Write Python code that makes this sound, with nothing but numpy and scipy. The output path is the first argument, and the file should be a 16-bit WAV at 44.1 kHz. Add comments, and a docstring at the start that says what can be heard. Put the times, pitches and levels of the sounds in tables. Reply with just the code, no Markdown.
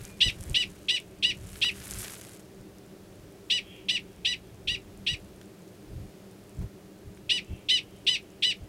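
"""Open grassland: a prairie dog barks in three bouts, each bark a short arch of pitch with a hard start.
Barks are sums of harmonics shaped by throat and mouth; the tussocks scatter them, far ground echoes them.
Nearby, stalks snap and dry grass crackles: short bursts of noise and coloured ticks, stronger in gusts.
Behind are light wind bumping the microphone and a rush of air (shaped noise), a faint whistle
at the start (a wavering sine tone), and the drone of a distant engine (narrow bands of noise)."""
import sys
import numpy as np
from scipy import signal
from scipy.fft import rfft, irfft, next_fast_len
from scipy.io import wavfile
from scipy.ndimage import uniform_filter1d, map_coordinates

SR = 44100
rng = np.random.default_rng(int(sys.argv[2]) if len(sys.argv) > 2 else 0)


def bounce(signal):
    """Save signal as a 16-bit WAV file at the path given by the first command-line argument."""
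    frames = np.transpose(np.atleast_2d(signal))
    limited = np.clip(frames, -1, 1)
    pcm = np.round(limited * 32767).astype(np.int16)
    wavfile.write(sys.argv[1], SR, pcm)


N = 382788  # length of the scene [samples]


def amp(db):
    """Turn decibels into a plain multiplier."""
    return 10 ** (np.asarray(db) / 20)


def unit(x):
    """Scale a sound to an average (rms) strength of 1."""
    return x / np.sqrt(np.mean(x ** 2) + 1e-20)


def along(points, hz):
    """Read (frequency [Hz], value) points at any frequency, on a log axis."""
    point_hz, values = np.transpose(points)
    return np.interp(np.log(hz + 1), np.log(point_hz + 1), values)


def curve(rows):
    """Join (time [s], value) rows into one value per sample."""
    return np.interp(np.arange(N) / SR, *np.transpose(rows))


def wobble(rate, size=N):
    """A smooth random curve with the given number of random points a second."""
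    knots = rng.standard_normal(int(size * rate / SR) + 4)
    return map_coordinates(knots, [np.arange(size) * rate / SR])


def filtered(x, response):
    """Multiply the frequencies of x by a response."""
    padded = next_fast_len(len(x) + 8192)
    gain = response(np.fft.rfftfreq(padded, 1 / SR))
    return irfft(rfft(x, padded) * gain, padded)[:len(x)]


def coloured(x, spectrum):
    """Shape x by a table of (frequency [Hz], level [dB])."""
    return filtered(x, lambda hz: amp(along(spectrum, hz)))


def noise(spectrum):
    """Random hiss of rms 1 with a given colour."""
    return unit(coloured(rng.standard_normal(N), spectrum))


def add(track, start, sound):
    """Mix a sound into the track at a start time [s]."""
    part = track[max(round(start * SR), 0):][:len(sound)]
    part += sound[:len(part)]


# every bark: (start [s], length [s], held pitch [Hz], attack level [dB], middle level [dB]),
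# with levels before the throat and mouth colour it
BARKS = [(0.204, 0.094, 1006, -18, -24.5), (0.5432, 0.093, 1000, -19, -29), (0.8836, .094, 997, -19, -29.5),
         (1.225, 0.093, 978, -20, -25), (1.614, 0.087, 958, -20, -23.5), (3.499, 0.092, 992, -20, -26),
         (3.8844, 0.092, 1007, -20.5, -29.5), (4.2473, .095, 981, -21, -25.5),
         (4.6725, 0.087, 954, -23, -24.5), (5.0638, 0.085, 952, -22.5, -25),
         (7.2929, 0.097, 989, -19.5, -26.5), (7.686, .104, 1031, -19.5, -22.5),
         (8.0654, 0.1, 1023, -19, -24.5), (8.4226, 0.1, 1001, -19, -25)]


def prairie_dog():
    """All barks, scattered by the grass and followed by an echo from far ground."""
    track = np.zeros(N)
    for start, *shape in BARKS:
        add(track, start, scattered(bark(*shape)))
    return track + far_echo(track)


# the throat's fixed colour: (frequency [Hz], level [dB])
THROAT = [(700, -52), (1000, -39), (1500, -40), (1950, -15.5), (2500, -6.5), (4000, -5.3), (4600, -13.5),
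          (5800, -18), (6750, -33), (8000, -24.5), (9000, -28), (10000, -41), (11200, -38), (14500, -51)]
# how much of the sag after the attack each region takes: (frequency [Hz], share [1 = all of it])
SAG_SHARE = [(2000, 0.6), (2900, 1.32), (4000, 1.31), (5200, 0.33), (8000, 0.19), (11000, 0.81)]
# the course of every bark: (share of its length [0 to 1], effort [dB],
# mouth resonance at the easy pitch [Hz])
GESTURE = [(0, -13.5, 2750), (.06, -6, 3100), (.14, -1.5, 3500), (.22, -1.5, 3060), (.32, -1, 2730),
           (.8, -2.5, 2910), (0.899, -7.5, 2620), (1, -11.5, 2170)]
SCOOP_S = .015  # time the pitch takes to scoop up [s]
# a bark pitched above the easy pitch sinks while held; one below it creeps up
EASY_HZ, DROOP_PER_HZ = 991, .0022
LATE_DB = -5  # the end of a bark against its attack [dB]
JAW_PER_HZ = 0.00067  # share by which the mouth resonance rises for each Hz above the easy pitch
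BRIGHT_DB_PER_HZ = 0.0453  # lift above the mouth resonance for each Hz above the easy pitch [dB]


def bark(length, top_hz, attack_db, middle_db, scoop=.37, fall=0.49, fall_s=.011, release=0.0058,
         jitter=0.004, rasp_db=-19, mouth_db=7.0, mouth_hz=520, dulling=1.23, voice_db=0):
    """One bark: the pitch scoops up, holds and falls, sweeping its harmonics through the resonances."""
    end = length + release
    t = np.arange(int(end * SR)) / SR
    strain_hz = top_hz - EASY_HZ

    scoop_up = 1 - scoop * np.exp(-(t / SCOOP_S) ** 1.67)
    fall_off = 1 - fall * np.exp(-((end - t) / fall_s) ** 1.303)
    droop = 1 - DROOP_PER_HZ * strain_hz * (t / length) ** 2
    pitch = top_hz * scoop_up * fall_off * droop * (1 + jitter * wobble(517, size=len(t)))
    phase = 2 * np.pi * np.cumsum(pitch) / SR

    share, efforts, mouths = np.transpose(GESTURE)
    effort_db = np.interp(t / end, share, efforts)
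    mouth = np.interp(t / end, share, mouths) * (1 + JAW_PER_HZ * strain_hz)
    # after the first push the voice moves to its middle level and then to its late one
    push_db = [attack_db, middle_db, middle_db, attack_db + LATE_DB]
    sag_db = np.interp(t / length, [.3, .4, .53, .7], push_db) - attack_db

    k = np.arange(1, 16)[:, None]  # harmonic numbers
    hz = k * pitch
    colour_db = along(THROAT, hz) + mouth_db * np.exp(-((hz - mouth) / mouth_hz) ** 2)
    colour_db += BRIGHT_DB_PER_HZ * strain_hz * (hz > mouth)
    # weak effort loses the harmonics far from the mouth resonance first
    octaves_away = np.minimum(np.abs(np.log2(hz / mouth)), .7)
    drive_db = effort_db * (.5 + dulling * octaves_away) + sag_db * along(SAG_SHARE, hz)
    shimmer_db = 1.8 * np.array([wobble(80, size=len(t)) for _ in k])
    # each harmonic starts at a random phase, so the bark's wave is less pulse-like
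    start_phase = rng.uniform(0, 2 * np.pi, k.shape)
    harmonics = amp(colour_db + drive_db + shimmer_db) * np.sin(k * phase + start_phase)
    voice = np.sum(harmonics, axis=0)

    # air rasps through the folds once a cycle
    breath = rng.standard_normal(len(t)) * (1 + np.cos(phase))
    rasp = unit(coloured(breath, THROAT)) * amp(rasp_db + 0.55 * effort_db + sag_db)
    gate = np.clip(t / 0.0018, 0, 1) * np.clip((end - t) / 0.00092, 0, 1)  # hard start and stop
    return amp(attack_db + voice_db) * gate * (voice + rasp)


# how long the grass scatters sound: (frequency [Hz], time to fade by 60 dB [s])
TUSSOCKS = [(2500, 0.12), (5000, 0.12), (10000, 0.087)]


def scattered(x, wet_db=-9.5):
    """The direct sound plus a short, dense answer from the tussocks."""
    hz, t, grains = signal.stft(rng.standard_normal(SR // 4), SR, nperseg=128)
    build_up = 1 - np.exp(-t / .004)
    fade = amp(-60 * t / along(TUSSOCKS, hz)[:, None])
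    tail = signal.istft(grains * fade * build_up, SR, nperseg=128)[1]
    path = amp(wet_db) * tail / np.linalg.norm(tail)
    path[0] += 1  # the direct sound
    return signal.fftconvolve(x, path)


# colour of the far echo: (frequency [Hz], level [dB])
FAR_GROUND = [(1500, -5), (2300, 15), (2900, 0.5), (3300, 6.5), (4200, -25), (9000, -40)]
# how well the wind carries the echo back: (time [s], level [dB])
CARRY = [(0, -21), (3.2, 4), (3.75, 6), (4.1, -10), (7, -19), (7.55, 2), (7.95, -10.5), (8.68, -12)]


def far_echo(x, echo_db=-34, blur=500):
    """Distant slopes return a dull copy, its pitch blurred by the moving air."""
    t = np.arange(SR // 2) / SR
    delay, spread = .22, .075  # [s]
    path = rng.standard_normal(len(t)) * np.exp(-((t - delay) / spread) ** 2 / 2)
    echo = signal.fftconvolve(x * wobble(blur), path / np.linalg.norm(path))[:N]
    return amp(echo_db + curve(CARRY)) * coloured(echo, FAR_GROUND)


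# the loudest stalks snapping: (time [s], tick level [dB], body level [dB]), before the gains below
SNAPS = [(0.0518, -30, -48), (.409, -31.5, -53), (.4383, -33, -56), (0.4976, -27, -62), (1.0015, -33, -66),
         (1.6442, -50, -26), (1.8023, -31, -59), (1.91, -22, -46), (1.937, -26, -51), (2.0054, -30, -48),
         (2.0446, -32, -32.5), (2.213, -32, -42), (2.785, -40, -66), (5.414, -43, -46.5), (7.173, -57, -50)]
# colour of a snap's tick: (frequency [Hz], level [dB])
STALK = [(1000, -14), (4000, -5), (7000, 9.5), (11000, 6), (13000, -3), (15500, -14)]
# colour of thick stems, bending or crunching: (frequency [Hz], level [dB per Hz])
STEMS = [(450, -12), (900, -13.5), (1500, -2), (2500, -3), (5500, -8.5), (9000, -23)]
# lesser snaps: how many a second, tick level over the stirring grass [dB], lowest tick level [dB];
# both levels are before the random spread and the gains below
SMALL_SNAPS_PER_S, SMALL_SNAP_DB, CALM_SNAP_DB = 14, 13.5, -49.5


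def snapping_stalks(tick_s=0.00039, tick_db=-2, body_s=0.0038, body_gain_db=9, small_body_db=-22,
                    spread_db=4):
    """A snap is a sharp tick and a short, lower crunch; lesser ones are random, louder in a gust."""
    ticks, bodies, t = np.zeros(N), np.zeros(N), np.arange(SR // 50) / SR
    chance, size = rng.random(N), rng.uniform(-0.88, 1, N)
    small_db = np.maximum(stirring_db() + SMALL_SNAP_DB, CALM_SNAP_DB) + spread_db * size
    small_at = np.flatnonzero(chance < SMALL_SNAPS_PER_S / SR)
    small = [(i / SR, small_db[i], small_db[i] + small_body_db) for i in small_at]
    for start, db, body_db in SNAPS + small:
        tick = np.exp(-t / tick_s) * rng.standard_normal(len(t))
        add(ticks, start, amp(db + tick_db) * tick)
        body = np.exp(-t / body_s) * rng.standard_normal(len(t))
        add(bodies, start, amp(body_db + body_gain_db) * body)
    return coloured(ticks, STALK) + coloured(bodies, STEMS)


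# blades rubbing slowly: (frequency [Hz], level [dB per Hz])
STRAW = [(2000, -8.5), (4800, -13.5), (6800, -7), (10500, -10), (13000, -15), (15800, -34)]
# blades whipping past: (frequency [Hz], level [dB per Hz])
SWISH = [(4000, -15), (8000, -3.5), (10500, -1.5), (12500, -5.5), (14000, -14), (15800, -18)]


def dry_grass(blade_db=-5, blade_growth=0.69, swish_db=0, swish_growth=1.48, stem_db=-5):
    """Blades tick at a touch; a strong gust adds a denser, brighter swish and bends the thick stems."""
    blades = crackle(STRAW, rate=1300, spread_db=5, clump_db=3.5)
    swish = crackle(SWISH, rate=2600, spread_db=5, clump_db=3)
    stems = crackle(STEMS, rate=1300, spread_db=4, clump_db=2)
    motion_db = stirring_db()
    peak_db = motion_db.max()
    below_peak_db = motion_db - peak_db
    # growth above 1 means the layer fades faster than the motion does
    blades *= amp(blade_db + peak_db + blade_growth * below_peak_db)
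    swish *= amp(swish_db + peak_db + swish_growth * below_peak_db)
    return blades + swish + amp(motion_db + stem_db) * stems


def crackle(spectrum, rate, spread_db, clump_db):
    """Tiny ticks (rate = ticks a second) of uneven size, swelling in clumps; rms 1."""
    sizes = amp(spread_db * np.minimum(rng.exponential(size=N), 3.6))
    ticks = (rng.random(N) < rate / SR) * rng.choice([-1, 1], N) * sizes
    clumps = amp(clump_db * np.clip(wobble(110), -2, 1.5))
    return unit(coloured(ticks * clumps, spectrum))


# gusts that stir the dry grass near the microphone: (time [s], level [dB], half length [s])
STIRS = [(0.043, -52.5, 0.059), (0.263, -52.5, 0.033), (0.464, -54, 0.087), (0.775, -62, 0.15),
         (1.566, -51.5, 0.096), (1.999, -43.5, 0.14), (2.314, -61, 0.044)]
STIR_SHAPE = 1.63  # 2 = a rounded swell, 1 = a pointed one


def stirring_db():
    """How hard the grass moves [dB]: each gust swells and dies away."""
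    t = np.arange(N) / SR
    swells = sum(amp(db) * np.exp(-np.abs((t - middle) / half) ** STIR_SHAPE / 2)
                 for middle, db, half in STIRS)
    return 20 * np.log10(swells + 1e-6)


# puffs of wind on the microphone: (time [s], level [dB], half length [s]), level before the eddies
PUFFS = [(0.024, -41, 0.018), (0.274, -28.5, 0.012), (0.403, -38, 0.015), (.505, -30.5, 0.019),
         (1.427, -43.5, 0.054), (1.97, -41, 0.037), (2.607, -45, .013), (3.238, -51, .04),
         (4.71, -41, 0.033), (5.132, -34.5, 0.012), (5.979, -37.5, 0.055), (6.618, -30.5, 0.03),
         (7.081, -42, 0.018), (7.524, -33, 0.017), (8.633, -38, 0.014)]
# how the low rumble rises and falls: (time [s], level [dB]), before a small random wobble
BREEZE = [(0, -58), (.45, -49.5), (1, -58.5), (1.5, -48), (2.4, -62.5), (3.6, -58), (4.3, -55.5),
          (5.2, -52), (5.6, -67), (6.8, -62), (7.4, -55), (8.68, -63)]
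# colour of puffs and rumble: (frequency [Hz], level [dB per Hz])
BUFFET = [(18, -18), (40, -2), (70, -1), (105, -1.5), (150, -8.5), (240, -22.5), (400, -29.5), (1200, -47),
          (12000, -60)]
# colour of the rush of air: (frequency [Hz], level [dB per Hz])
AIR = [(53, -44), (90, -17), (119, -19), (145, -8.5), (192, -4), (233, -13.5), (344, -9.5), (383, -4),
       (466, -10.5), (578, -9.5), (891, -20), (10900, -32), (15800, -35.5)]


def wind(rumble_db=0, air_db=-54):
    """A nearly steady rush over the plain, and eddies that bump and rumble on the microphone."""
    t = np.arange(N) / SR
    puffs = sum(amp(db) * np.exp(-((t - middle) / half) ** 2 / 2) for middle, db, half in PUFFS)
    eddies = noise(BUFFET)
    # even out the eddies so that each carries about the same push
    eddies /= np.sqrt(np.abs(uniform_filter1d(eddies ** 2, size=1500)) + 0.061)
    rumble = amp(curve(BREEZE) + rumble_db + 1.3 * wobble(8)) * noise(BUFFET)
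    drift_db = .35 * wobble(2)
    rush = amp(air_db + drift_db) * noise(AIR)
    return puffs * eddies + rumble + rush


def far_whistle(pitch_hz=2420, level_db=-57):
    """A faint whistle, perhaps a distant bird: one sine tone with a slight waver."""
    start, length = .04, .14  # [s]
    t = np.arange(int(length * SR)) / SR
    pitch = pitch_hz * (1 + 0.0097 * wobble(143, size=len(t)))
    phase = 2 * np.pi * np.cumsum(pitch) / SR
    swell = np.sqrt(np.sin(np.pi * t / length))
    track = np.zeros(N)
    add(track, start, amp(level_db) * swell * np.sin(phase))
    return track


# low tones of the distant engine: (frequency [Hz], width [Hz], level [dB])
DRONE = [(113.6, 21, -60), (192.3, 19.8, -55), (307, 28, -58.5), (385, 34, -58.5)]


def far_engine():
    """Low engine tones, blurred into bands of noise by the long path through moving air."""
    def band(centre, width):
        """Noise gathered around one frequency; rms 1."""
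        hiss = rng.standard_normal(N)
        return unit(filtered(hiss, lambda hz: 1 / (1 + ((hz - centre) / width * 1.25) ** 2)))
    return sum(amp(db) * band(hz, width) for hz, width, db in DRONE)


def scene():
    """The animal in front of grass, wind and distance."""
    near = prairie_dog() + snapping_stalks() + dry_grass()
    return (near + wind() + far_whistle() + far_engine())[None]


TOP_HZ = 15850  # band limit [Hz]


def record(dry):
    """The recorder keeps nothing at or above its band limit."""
    return filtered(dry[0], lambda hz: hz < TOP_HZ)[None]


dry = scene()
out = record(dry)
bounce(out)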